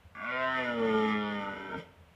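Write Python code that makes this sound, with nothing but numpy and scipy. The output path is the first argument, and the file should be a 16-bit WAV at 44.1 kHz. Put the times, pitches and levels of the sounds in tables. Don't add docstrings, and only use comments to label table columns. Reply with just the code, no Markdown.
import sys
import numpy as np
from scipy import signal
from scipy.fft import rfft, irfft
from scipy.io import wavfile
from scipy.ndimage import uniform_filter1d

SR = 44100
rng = np.random.default_rng(int(sys.argv[2]) if len(sys.argv) > 2 else 0)


def generate_wav(signal):
    frames = np.transpose(np.atleast_2d(signal))
    scaled = np.clip(frames, -1, 1) * 32767
    pcm = np.round(scaled).astype(np.int16)
    wavfile.write(sys.argv[1], SR, pcm)


N = 94815
TIME = np.arange(N) / SR
HOP, FFT_SIZE = 256, 2048
FRAMES = np.arange(0, N, HOP)

# time in seconds, roughness from 0 to 1.
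ROUGHNESS = [
    [.15, .55],
    [.26, 0.08],
    [.34, 0.03],
    [.53, 0.07],
    [.61, 0.13],
    [.75, 0.18],
    [.86, 0.25],
    [1.0, 0.23],
    [1.25, 0.03],
    [1.55, 0.34],
    [1.72, 0.42],
    [1.8, 1],
]


def bellow(stop_s=1.785, release_s=0.029):
    # time in seconds, then bass, low-mid, mid, treble and top levels in dB.
    band_levels = [(0.15, -59.5, -65, -48.5, -54, -67), (0.24, -49, -45.5, -39, -45, -56.5),
                   (0.26, -47.5, -51, -37, -43, -54), (0.324, -49, -42, -36.5, -38, -49),
                   (0.448, -46.5, -33, -34, -40, -45), (0.544, -44.5, -50, -34, -35, -46.5),
                   (0.6, -42, -35, -36.5, -35, -44.5), (0.64, -42, -40.5, -43, -38, -47.5),
                   (0.692, -38, -37, -34, -41, -48), (0.752, -40, -37.5, -43, -48.5, -51),
                   (0.806, -33, -31.5, -40, -47, -50.5), (0.894, -32, -29, -38.5, -40.5, -49),
                   (0.948, -32, -30, -33, -47.5, -47), (1.05, -32.5, -33, -36.5, -39.5, -46.5),
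                   (1.118, -32, -47.5, -34.5, -37.5, -45.5), (1.156, -33.5, -37, -38.5, -37, -49),
                   (1.224, -35, -41, -38.5, -48, -46.5), (1.362, -37.5, -44, -42, -43, -50),
                   (1.482, -45, -44.5, -38, -50, -55.5), (1.578, -49, -47, -45.5, -50.5, -56.5),
                   (1.694, -49, -48, -44, -52.5, -59.5), (1.748, -43.5, -41, -37, -52, -56),
                   (1.776, -40, -50, -49.5, -52.5, -59.5), (1.8, -47, -42, -49, -47.5, -49.5)]
    # time in seconds, resonances 1 to 9 in Hz.
    throat_hz = [(.18, 227, 636, 714, 1148, 1467, 1626, 2030, 2130, 2810),
                 (.27, 229, 627, 686, 1110, 1420, 1462, 2013, 2160, 2700),
                 (.34, 240, 491, 633, 1069, 1387, 1452, 1913, 2170, 2905),
                 (.42, 231.5, 483.6, 648.5, 1058, 1365, 1548, 1870, 1980, 2670),
                 (.53, 239, 454.8, 630.5, 962, 1350, 1534, 1803, 1874, 3150),
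                 (.61, 236, 478, 607, 920, 1192, 1460, 1815, 2087, 2880),
                 (.68, 227, 429, 603, 913, 1403, 1453, 1816, 2080, 2914),
                 (.81, 219, 459.7, 592, 874, 1153, 1410, 1810, 2066, 3040),
                 (.95, 210, 427, 591, 868, 1225, 1405, 1860, 2140, 3110),
                 (1.11, 220.5, 440, 577, 865, 1206, 1296, 1860, 2056, 3246),
                 (1.30, 210.9, 460.3, 584, 897.4, 1195, 1461, 1783, 2070, 3177),
                 (1.48, 237.6, 445, 598, 902, 1265, 1453, 1924, 2120, 2900),
                 (1.66, 249, 418, 597, 918, 1340, 1543, 1890, 2120, 3000),
                 (1.745, 245, 449, 608, 907, 1400, 1540, 1904, 2245, 3240),
                 (1.79, 189, 472, 583, 931.4, 1256, 1567, 1964, 2150, 3090)]
    # width in Hz, relative strength in dB.
    throat_shapes = [(69, 1.5), (45.6, 1), (37.6, -2.5), (63.5, 1.5), (99, -2), (61.7, -0.5), (86, 2),
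                     (204, -0.5), (156, -3.5)]
    # centre in Hz, width in Hz, relative strength in dB.
    chest_rattle = [(130, 125, -11.5), (280, 56, -1.5)]
    open_mouth = [(867, 370, -18.5)]
    palate = [(2417.6, 62, -4)]
    mouth_and_nose = [(2850, 220, -13), (3150, 160, -13), (3380, 260, -11), (3900, 600, -25),
                      (4950, 550, -29)]
    breath_modes = [(5570, 500, -25), (6990, 510, -31), (8260, 650, -37), (10230, 2800, -42)]
    chest = (131, 17, -14)

    formants = [(curve(throat_hz, k + 1)[FRAMES], width_hz, db)
                for k, (width_hz, db) in enumerate(throat_shapes)]
    f1, f2, f3, f4, f5, f6, f7, f8, f9 = formants
    slaps, puffs = vocal_folds()
    slaps, smeared_puffs = smear(slaps), smear(puffs)
    bass = resonate(slaps + 0.64 * puffs, [chest, f1]) + resonate(puffs, chest_rattle)
    low_mid = resonate(slaps + 0.28 * puffs, [f2, f3])
    mid = resonate(slaps + puffs, [f4, f5, f6] + open_mouth)
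    treble = resonate(slaps + 0.77 * smeared_puffs, [f7, f8] + palate)
    breath = 5.2 * smeared_puffs
    top = resonate(slaps + breath, [f9] + mouth_and_nose) + resonate(breath, breath_modes)
    bands = (bass, low_mid, mid, treble, top)
    release = np.exp(-np.maximum(TIME - stop_s, 0) / release_s)
    return release * sum(at_level(band, curve(band_levels, k + 1)) for k, band in enumerate(bands))


def vocal_folds(start_s=0.1505, harmonics=110, wander_hz=130):
    # time in seconds, fold rate in Hz.
    pitch = [(.15, 47.2), (.19, 82.1), (.225, 104.7), (.26, 119.7), (.32, 127.4), (.388, 129.3),
             (.496, 130.8), (.584, 128.9), (.648, 123.6), (.752, 116.8), (.808, 114), (.868, 112.3),
             (.93, 109.1), (1.04, 107.8), (1.174, 105.5), (1.3, 103.8), (1.43, 99.64), (1.55, 97.1),
             (1.69, 95.57), (1.81, 87)]
    jitter, shimmer = 0.02, 0.24
    leak, puff_decay_cycles = 0.38, 0.68
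    rough = curve(ROUGHNESS)
    voiced = TIME > start_s
    rate_hz = curve(pitch) * (1 + jitter * 2 * rough * wander(wander_hz))
    cycles = np.cumsum(rate_hz * voiced) / SR
    offset = (cycles + 0.5) % 1 - 0.5
    pulses = (harmonics + 0.5) * np.sinc((2 * harmonics + 1) * offset) / np.sinc(offset) - 0.5
    slaps = pulses / np.sqrt(harmonics) * (1 + shimmer * 2 * rough * wander(wander_hz))
    airflow = leak + np.exp(-(cycles % 1) / puff_decay_cycles)
    puffs = rough * unit_rms(airflow * rng.standard_normal(N))
    return slaps * voiced, puffs * voiced


def smear(x, t60_s=0.18, highpass_hz=1800):
    t = TIME[:SR // 4]
    tail = rng.standard_normal(len(t)) * gain_of(-60 * t / t60_s)
    tail = signal.sosfilt(signal.butter(2, highpass_hz, "high", fs=SR, output="sos"), tail)
    send = gain_of(-1.5) * (0.82 + 2.7 * curve(ROUGHNESS))
    return x + signal.fftconvolve(x * send, tail / np.linalg.norm(tail))[:N]


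def resonate(x, resonances, notch_hz=1584, notch_width_hz=23, notch_db=-17.5):
    bins_hz = np.fft.rfftfreq(FFT_SIZE, 1 / SR)
    power = 0
    for centre_hz, width_hz, db in resonances:
        detuning = 2 * (bins_hz - np.reshape(centre_hz, (-1, 1))) / width_hz
        power = power + gain_of(2 * db) / (1 + detuning ** 2) ** 2
    notch = gain_of(notch_db * np.exp(-((bins_hz - notch_hz) / notch_width_hz) ** 2))
    cepstrum = irfft(np.log(np.sqrt(power) * notch + 1e-5))
    minimum_phase = np.exp(rfft(2 * cepstrum[:, :FFT_SIZE // 2], FFT_SIZE) - cepstrum[:, :1])
    pieces = np.pad(x, (HOP, 2 * HOP))[FRAMES[:, None] + np.arange(2 * HOP)]
    pieces *= signal.get_window("hann", 2 * HOP)
    out = np.zeros(N + 2 * FFT_SIZE)
    for at, piece in zip(FRAMES, irfft(rfft(pieces, FFT_SIZE) * minimum_phase)):
        out[at:at + FFT_SIZE] += piece
    return out[HOP:HOP + N]


def at_level(x, db, window_samples=1300):
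    power = uniform_filter1d(uniform_filter1d(x ** 2, window_samples), window_samples)
    return x * gain_of(db) / np.sqrt(abs(power) + np.mean(x ** 2) / 100)


def grunt():
    # start in seconds, length in seconds, first and last pitch in Hz, peak in dB.
    grunts = [(1.75, 0.057, 250, 127, -41)]
    return thump(*grunts[0])


def exhale():
    # centre in seconds, width in seconds, hiss level in dB, rattle level in dB.
    rushes = [(1.782, 0.018, -66, -44.5)]
    centre_s, width_s, hiss_db, rattle_db = rushes[0]
    noise = rng.standard_normal(N)
    hiss = gain_of(hiss_db) * unit_rms(resonate(noise, [(4440, 2200, 0), (8270, 5500, -16)]))
    rattle = gain_of(rattle_db) * unit_rms(resonate(noise, [(169.6, 88.6, 0)]))
    return (hiss + rattle) * np.exp(-((TIME - centre_s) / width_s) ** 2)


def tree_echo(x, rise_s=0.044):
    # frequency in Hz, T60 in seconds.
    decay_times = [(150, 0.39), (500, 0.97), (1500, 0.45), (3000, 0.72), (8000, 0.2)]
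    hz, t, spectra = signal.stft(rng.standard_normal(SR), SR, nperseg=256)
    decay = gain_of(-60 * t / spectrum_at(decay_times, hz)[:, None])
    tail = signal.istft(spectra * decay, SR, nperseg=256)[1][:SR]
    tail *= np.minimum(TIME[:SR] / rise_s, 1)
    echo_gain = gain_of(-12.5) / 2
    return echo_gain * signal.fftconvolve(x, tail / np.linalg.norm(tail))[:N]


def bump():
    # start in seconds, length in seconds, first and last pitch in Hz, peak in dB.
    bumps = [(.038, .05, 89, 80, -49)]
    return thump(*bumps[0])


def park_air(level_db=-59.5):
    # frequency in Hz, relative spectral density in dB.
    density = [(20, -41.5), (50, -11.5), (68, -9.5), (82, 4.5), (105, -13), (170, -8), (300, -24),
               (520, -16.5), (1000, -20.5), (2800, -26), (4500, -37.5), (8000, -43), (15000, -45)]
    gains = gain_of(spectrum_at(density, np.fft.rfftfreq(N, 1 / SR)))
    return gain_of(level_db) * unit_rms(irfft(rfft(rng.standard_normal(N)) * gains, N))


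def thump(start_s, length_s, from_hz, to_hz, db):
    progress = np.clip((TIME - start_s) / length_s, 0, 1)
    phase = 2 * np.pi * np.cumsum(from_hz + (to_hz - from_hz) * progress) / SR
    return gain_of(db) * np.sin(np.pi * progress) ** 2 * np.sin(phase)


def wander(rate_hz):
    hz = np.fft.rfftfreq(N, 1 / SR)
    band = hz / (hz + rate_hz / 10) / (1 + (hz / rate_hz) ** 4)
    return unit_rms(irfft(rfft(rng.standard_normal(N)) * band, N))


def curve(table, column=1):
    table = np.array(table)
    return np.interp(TIME, table[:, 0], table[:, column])


def spectrum_at(table, hz):
    table_hz, values = np.transpose(table)
    return np.interp(np.log(hz + 1), np.log(table_hz + 1), values)


def gain_of(db):
    return 10 ** (np.asarray(db) / 20)


def unit_rms(x):
    return x / np.sqrt(np.mean(x ** 2) + 1e-20)


def scene():
    stag = bellow() + grunt() + exhale()
    return (stag + tree_echo(stag) + bump() + park_air())[None]


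def record(dry, cutoff_hz=15250):
    lowpass = signal.firwin(511, cutoff_hz, window=("kaiser", 9), fs=SR)
    return signal.oaconvolve(dry, lowpass[None], "same")


dry = scene()
out = record(dry)
generate_wav(out)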